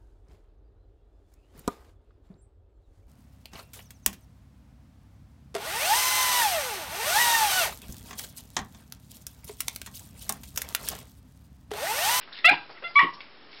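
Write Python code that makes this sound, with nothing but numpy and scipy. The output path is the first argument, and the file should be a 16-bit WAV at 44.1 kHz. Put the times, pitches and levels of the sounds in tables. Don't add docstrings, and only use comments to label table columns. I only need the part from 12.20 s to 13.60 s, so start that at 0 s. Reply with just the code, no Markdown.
import sys
import numpy as np
from scipy import signal
from scipy.fft import rfft, irfft, next_fast_len
from scipy.io import wavfile

SR = 44100
rng = np.random.default_rng(int(sys.argv[2]) if len(sys.argv) > 2 else 0)


def int16_out(signal):
    q = np.round(np.clip(np.atleast_2d(signal).T, -1, 1) * 32767)
    wavfile.write(sys.argv[1], SR, q.astype(np.int16))


def gain_from_db(level_db):
    decades = np.asarray(level_db, float) / 20
    return 10 ** decades


N = 61739
T = np.arange(N) / SR


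def rms_one(x):
    return x / np.sqrt(np.mean(x ** 2) + 1e-20)


def at_hz(points, hz):
    table_hz, value = np.transpose(points)
    return np.interp(np.log(hz), np.log(table_hz), value)


def wobble(rate_hz):
    lowpass = signal.butter(2, rate_hz, fs=SR, output="sos")
    return rms_one(signal.sosfilt(lowpass, rng.standard_normal(N)))


def resonance(x, hz, width_hz):
    r = np.exp(-np.pi * width_hz / SR)
    top = [(1 - r * r) / 2, 0, (r * r - 1) / 2]
    return signal.lfilter(top, [1, -2 * r * np.cos(2 * np.pi * hz / SR), r * r], x)


def burst(start, length, attack, release):
    rise = np.clip((T - start) / attack, 0, 1)
    return rise * np.exp(-np.maximum(T - start - length, 0) / release)


# (frequency [Hz], relative level [dB per Hz])
HISS_COLOUR = [(12, -29), (20, -13.5), (32, -25.5), (348, -12), (430, -13), (484, -14.5), (829, -15.5),
               (1640, -16), (5400, -22), (7020, -70.5), (11900, -120)]
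HISS_DB = -52.5


def hiss():
    hz = np.maximum(np.arange(N // 2 + 1) * SR / N, 1)
    spectrum = rfft(rng.standard_normal(N)) * gain_from_db(at_hz(HISS_COLOUR, hz))
    return gain_from_db(HISS_DB) * rms_one(irfft(spectrum, N))


# (time [s], length [s], level [dB], centre [Hz], sharpness Q [no unit])
SNUFFLES = [(.009, 0.007, -41.5, 1850, 1.04), (.024, .012, -49, 2750, 3.4), (0.033, .065, -64, 2850, 24),
            (0.074, 0.014, -49, 1300, 2), (.118, .02, -48, 1550, 4.7), (0.124, 0.0059, -39, 3860, 5.2),
            (0.143, 0.037, -46.5, 3000, 2.9), (0.165, 0.033, -45.5, 3700, 6.3),
            (0.166, .034, -44.5, 1976, 6.2), (0.235, 0.0081, -40.5, 3400, 6.1),
            (0.491, 0.019, -47.5, 600, 0.71), (0.499, 0.024, -54.5, 4800, 4.5),
            (0.622, 0.026, -51.5, 495, 1.6), (0.676, 0.027, -50.5, 4843, 79), (0.7, 0.013, -50, 880, 1),
            (0.739, 0.016, -50, 3880, 3.6), (0.933, 0.015, -48, 4940, 1.8), (1.003, 0.009, -44, 3080, 1.5),
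            (1.01, .06, -54.5, 2170, 6.6), (1.314, 0.1, -50.5, 4080, 1.5), (1.333, 0.09, -57, 2250, 9.2)]
SNUFFLE_ATTACK_S, SNUFFLE_RELEASE_S, GRAIN_DB = 0.0041, 0.014, 2.3


def snuffles():
    out = np.zeros(N)
    for start, length, db, hz, q in SNUFFLES:
        noise = rms_one(resonance(rng.standard_normal(N), hz, hz / max(q, .5)))
        shape = burst(start, length, SNUFFLE_ATTACK_S, SNUFFLE_RELEASE_S)
        out += gain_from_db(db + GRAIN_DB * wobble(110)) * shape * noise
    return out


TILT_PIVOT_HZ = 2000
JITTER, SHIMMER_DB, BREATH_DB = 0.13, 4.5, -10
BREATH_HZ, BREATH_WIDTH_HZ = 2620, 890
UNEVEN_DB = 2.5


def voice(rows, mouth, lag):
    s, *columns = np.transpose(rows)
    hz, db, tilt, lift, rough = [np.interp(T, s, c) for c in columns]
    rough = np.clip(rough, 0, 1)
    phase = 2 * np.pi * np.cumsum(hz * (1 + JITTER * rough * wobble(250))) / SR
    tone, power = 0, 0
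    for k, (_, mouth_db) in enumerate(mouth):
        octaves = np.log2((k + 1) * hz / TILT_PIVOT_HZ)
        gain = gain_from_db(mouth_db + tilt * octaves + lift * (k == 0))
        uneven_db = SHIMMER_DB * rough * wobble(170) + UNEVEN_DB * min(k / 2, 1) * wobble(40)
        tone = tone + gain * gain_from_db(uneven_db) * np.cos((k + 1) * phase - lag * k * k / 2)
        power = power + gain ** 2
    tone = tone * np.sqrt(2 / power)
    breath = resonance(rng.standard_normal(N), BREATH_HZ, BREATH_WIDTH_HZ)
    breath = rms_one(breath * (1 + np.cos(phase)))
    sounding = (T > s[0]) & (T < s[-1])
    return gain_from_db(db) * (tone + gain_from_db(BREATH_DB) * rough * breath) * sounding


# (time [s], pitch [Hz], level [dB], tilt [dB per octave], lift of lowest tone [dB], roughness [0-1])
FIRST_YELP = [(.241, 662.2, -49.5, 1.5, -9, 0.18), (.246, 660.3, -13, -1.5, -8.5, 0.13),
              (.252, 646, -10, -5, -26.5, 0.13), (.262, 676, -12, 2.5, 2, 0.03),
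              (.272, 689, -13.5, 4, -4, 0.15), (.281, 722.5, -14.5, -1.5, -1, 0.01),
              (.288, 725, -17.5, -5.5, 10, 0.08), (.296, 708, -21, -4, 8.5, 0.08),
              (.302, 780, -40, -6, 30.5, 0)]
FIRST_YELP_END = [(.285, 763.3, -26, -0.5, -11.5, 0.064), (.292, 807.5, -12.5, 3, -27, .1),
                  (.299, 825.3, -11.5, -6, -14, 0.17), (.304, 801.6, -25, -14, -3.5, 0.6),
                  (.318, 824.2, -19.5, -2, -1, 0.28), (.327, 849, -23, 1, 19.5, 0.64),
                  (.338, 930, -29.5, 0, 15, 0.52), (.352, 903, -37, 4.5, 4, 0.58),
                  (.362, 910, -58.5, 16, 9, 0.83)]
# (multiple of pitch [no unit], relative level [dB])
WIDE_MOUTH = [(1, -11), (2, -8.5), (3, -2), (4, -2), (5, -9), (6, -17.5), (7, -27.5), (8, -47.5)]
# (multiple of pitch [no unit], relative level [dB])
CLOSING_MOUTH = [(1, -12), (2, -8.5), (3, -2.5), (4, -19.5), (5, -20), (6, -25)]
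PHASE_LAGS = [0.471, 1, 0.14]


def first_yelp():
    wide_lag = PHASE_LAGS[0]
    return voice(FIRST_YELP, WIDE_MOUTH, wide_lag) + voice(FIRST_YELP_END, CLOSING_MOUTH, wide_lag)


# (time [s], length [s], level [dB])
GRUNTS = [(.309, 0.027, -33), (0.394, .03, -64.5), (0.825, .028, -33.5), (.89, 0.048, -61)]
# (frequency [Hz], width [Hz], relative level [dB])
CHEST = [(156.6, 31.7, 0), (269, 61, 3), (320, 163, 4.5), (515, 40, -10)]
GRUNT_PULSES_PER_S, GRUNT_ATTACK_S, GRUNT_RELEASE_S = 75, 0.0096, 0.012
CHEST_CUT_HZ = 80


def grunts():
    beat = np.cumsum(GRUNT_PULSES_PER_S * (1 + .3 * wobble(40))) / SR
    pulses = np.diff(np.floor(beat), prepend=0)
    puffs = pulses * 18.0 + 0.46 * rng.standard_normal(N)
    highpass = signal.butter(4, CHEST_CUT_HZ, "high", fs=SR, output="sos")
    puffs = signal.sosfilt(highpass, puffs)
    chest = np.zeros(N)
    for k, (hz, width, db) in enumerate(CHEST):
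        ring = resonance(resonance(puffs, hz, 2 * width), hz, width)
        chest += gain_from_db(db) * (-1) ** k * ring / np.sqrt(width)
    shape = sum(gain_from_db(db) * burst(s, d, GRUNT_ATTACK_S, GRUNT_RELEASE_S) for s, d, db in GRUNTS)
    return rms_one(chest) * shape


# (time [s], level [dB])
TICKS = [(.52, -46), (1.006, -31), (1.33, -36.5)]
# (frequency [Hz], relative level [dB], time to fade by 60 dB [s])
CLAW = [(1600, -24.5, .008), (2250, 5.5, 0.043), (2650, 5.5, 0.022), (3400, 6.5, 0.011), (4250, -8, .008),
        (5200, -14.5, .006)]


def ticks():
    out = np.zeros(N)
    for s, db in TICKS:
        age = np.maximum(T - s, 0)
        for hz, mode_db, t60 in CLAW:
            level_db = db + mode_db - 12 + rng.normal(0, 1.4)
            out += gain_from_db(level_db - 60 * age / t60) * np.sin(2 * np.pi * hz * age)
    return out


# (time [s], pitch [Hz], level [dB], tilt [dB per octave], lift of lowest tone [dB], roughness [0-1])
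WHIMPER = [(.545, 651.5, -56, 0.0068, 0, 0.35), (.56, 689, -50, 0.0047, 0, 0.25),
           (.59, 672, -50.5, 0.0012, 0.024, 0.73), (.6, 680, -86, 0.0088, 0, .3)]
WHINE = [(.62, 500, -59, -7, 14.5, .2), (.625, 528.7, -43.5, 7.5, 18, 0.17),
         (.636, 565, -42.5, 1.5, 25, 0.64), (.641, 693.5, -35, 6.5, -6, 0.076),
         (.65, 692, -31, 3.5, -1.5, 0.05), (.672, 686.4, -33, 3.5, -3, .04), (.679, 726, -40, 5, 14, 0.45),
         (.7, 692, -58, -6, 17.5, 0.25)]
# (multiple of pitch [no unit], relative level [dB])
NARROW_MOUTH = [(1, -12), (2, -3), (3, -3), (4, -10), (5, -12.5), (6, -26.5), (7, -31.5), (8, -67)]


def whimper_and_whine():
    narrow_lag = PHASE_LAGS[1]
    return voice(WHIMPER, NARROW_MOUTH, narrow_lag) + voice(WHINE, NARROW_MOUTH, narrow_lag)


# (time [s], pitch [Hz], level [dB], tilt [dB per octave], lift of lowest tone [dB], roughness [0-1])
SECOND_YELP = [(.749, 1079, -63, -17.5, 14.5, 0.041), (.758, 1108, -18.5, 10.5, 6.5, 0.061),
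               (.766, 1134, -12, -7.5, -6, 0.044), (.773, 1140, -11, 0, 1.5, 0.012),
               (.789, 1140, -12, -1, -5, 0.09), (.795, 1155, -16, -3, 10.5, 0.22),
               (.804, 1140, -21.5, 3, -3, 0.3), (.812, 1100, -17.5, -2, 8.5, 0.26),
               (.835, 1104, -25, -2.5, 4.5, 0.32), (.854, 1140, -29.5, -5.5, 24, .1),
               (.86, 1150, -45.5, -5, 5, .1)]
SECOND_YELP_BREAK = [(.788, 1020, -34, 8.5, -2.5, 0.32), (.794, 950.5, -13, -0.5, -10, 0.3),
                     (.804, 988, -13, -7, -12.5, 0.061), (.809, 960, -23, -5.5, 6.5, 0.16),
                     (.83, 970, -32, 22, 12, 0.45), (.855, 960, -37, 13, 15.5, 0.33),
                     (.89, 960, -38.5, 9, 20, 0.37), (.91, 960, -49, -1.5, 4, 0.38)]
# (multiple of pitch [no unit], relative level [dB])
SQUEAL_MOUTH = [(1, -1.5), (2, -0.5), (3, -16.5), (4, -39.5), (5, -53)]
# (multiple of pitch [no unit], relative level [dB])
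BREAK_MOUTH = [(1, -7), (2, 0.5), (3, -11), (4, -34), (5, -46)]


def second_yelp():
    squeal_lag = PHASE_LAGS[2]
    return voice(SECOND_YELP, SQUEAL_MOUTH, squeal_lag) + voice(SECOND_YELP_BREAK, BREAK_MOUTH, squeal_lag)


# (time [s], pitch [Hz], level [dB])
WHISTLE = [(.752, 4080, -60), (.76, 4045, -41), (.771, 3950, -40), (.78, 3975, -41), (.788, 4010, -50),
           (.795, 4010, -70)]
WHISTLE_SIDE_DB = [-2.5, -11.5]


def whistle():
    s, hz, db = np.transpose(WHISTLE)
    high = 2 * np.pi * np.cumsum(np.interp(T, s, hz) * (1 + 0.0031 * wobble(100))) / SR
    yelp_s, yelp_hz = np.transpose(SECOND_YELP)[:2]
    low = 2 * np.pi * np.cumsum(np.interp(T, yelp_s, yelp_hz)) / SR
    tone = np.cos(high)
    for k, side_db in enumerate(WHISTLE_SIDE_DB):
        tone = tone + gain_from_db(side_db) * np.cos(high - (k + 1) * low)
    sounding = (T > s[0]) & (T < s[-1])
    return gain_from_db(np.interp(T, s, db)) * np.sqrt(2) * tone * sounding


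# (frequency [Hz], time to fade by 60 dB [s])
ROOM_T60 = [(100, 0.49), (500, 0.16), (1150, 0.37), (2200, 0.22), (3500, 0.29), (5500, 0.4)]
ROOM_DB, ROOM_LAGS_S = -23.5, (.008, .045)


def room(x):
    size = next_fast_len(N + SR)
    hz = np.maximum(np.arange(size // 2 + 1) * SR / size, 1)
    t60 = np.maximum(at_hz(ROOM_T60, hz), .05)
    w = 2j * np.pi * hz
    response = 0
    lags = np.geomspace(*ROOM_LAGS_S, 24) * rng.uniform(.96, 1.04, 24)
    for k, lag in enumerate(lags):
        loop = gain_from_db(-60 * lag / t60) * np.exp(-w * lag)
        response = response + (-1) ** k * loop / (1 - loop)
    for lag in (.0017, .0047):
        delay = np.exp(-w * lag)
        response = response * (delay - .6) / (1 - .6 * delay)
    return irfft(rfft(x, size) * response, size)[:N]


def scene():
    calls = first_yelp() + whimper_and_whine() + second_yelp() + whistle()
    puppy = snuffles() + calls + grunts() + ticks()
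    return (puppy + gain_from_db(ROOM_DB) * room(puppy) + hiss())[None]


def top_cut(x):
    return signal.sosfilt(signal.butter(12, 15820, fs=SR, output="sos"), x)


DRIVE_DB, EDGE_HZ, RATE_DIVISOR = -0.5, 5450, 4
CONVERTER_TOP, OUTPUT_TOP, OFFSET = .497, .511, -.002


def record(dry):
    edge = signal.ellip(9, .1, 60, EDGE_HZ, fs=SR, output="sos")
    driven = signal.sosfiltfilt(edge, gain_from_db(DRIVE_DB) * dry)
    low = np.clip(driven[:, ::RATE_DIVISOR], -CONVERTER_TOP, CONVERTER_TOP)
    full = np.zeros_like(dry)
    full[:, ::RATE_DIVISOR] = RATE_DIVISOR * low
    full = signal.sosfiltfilt(edge, full, padtype="even") + OFFSET
    return top_cut(np.clip(full, -OUTPUT_TOP, OUTPUT_TOP))


dry = scene()
out = record(dry)
int16_out(out)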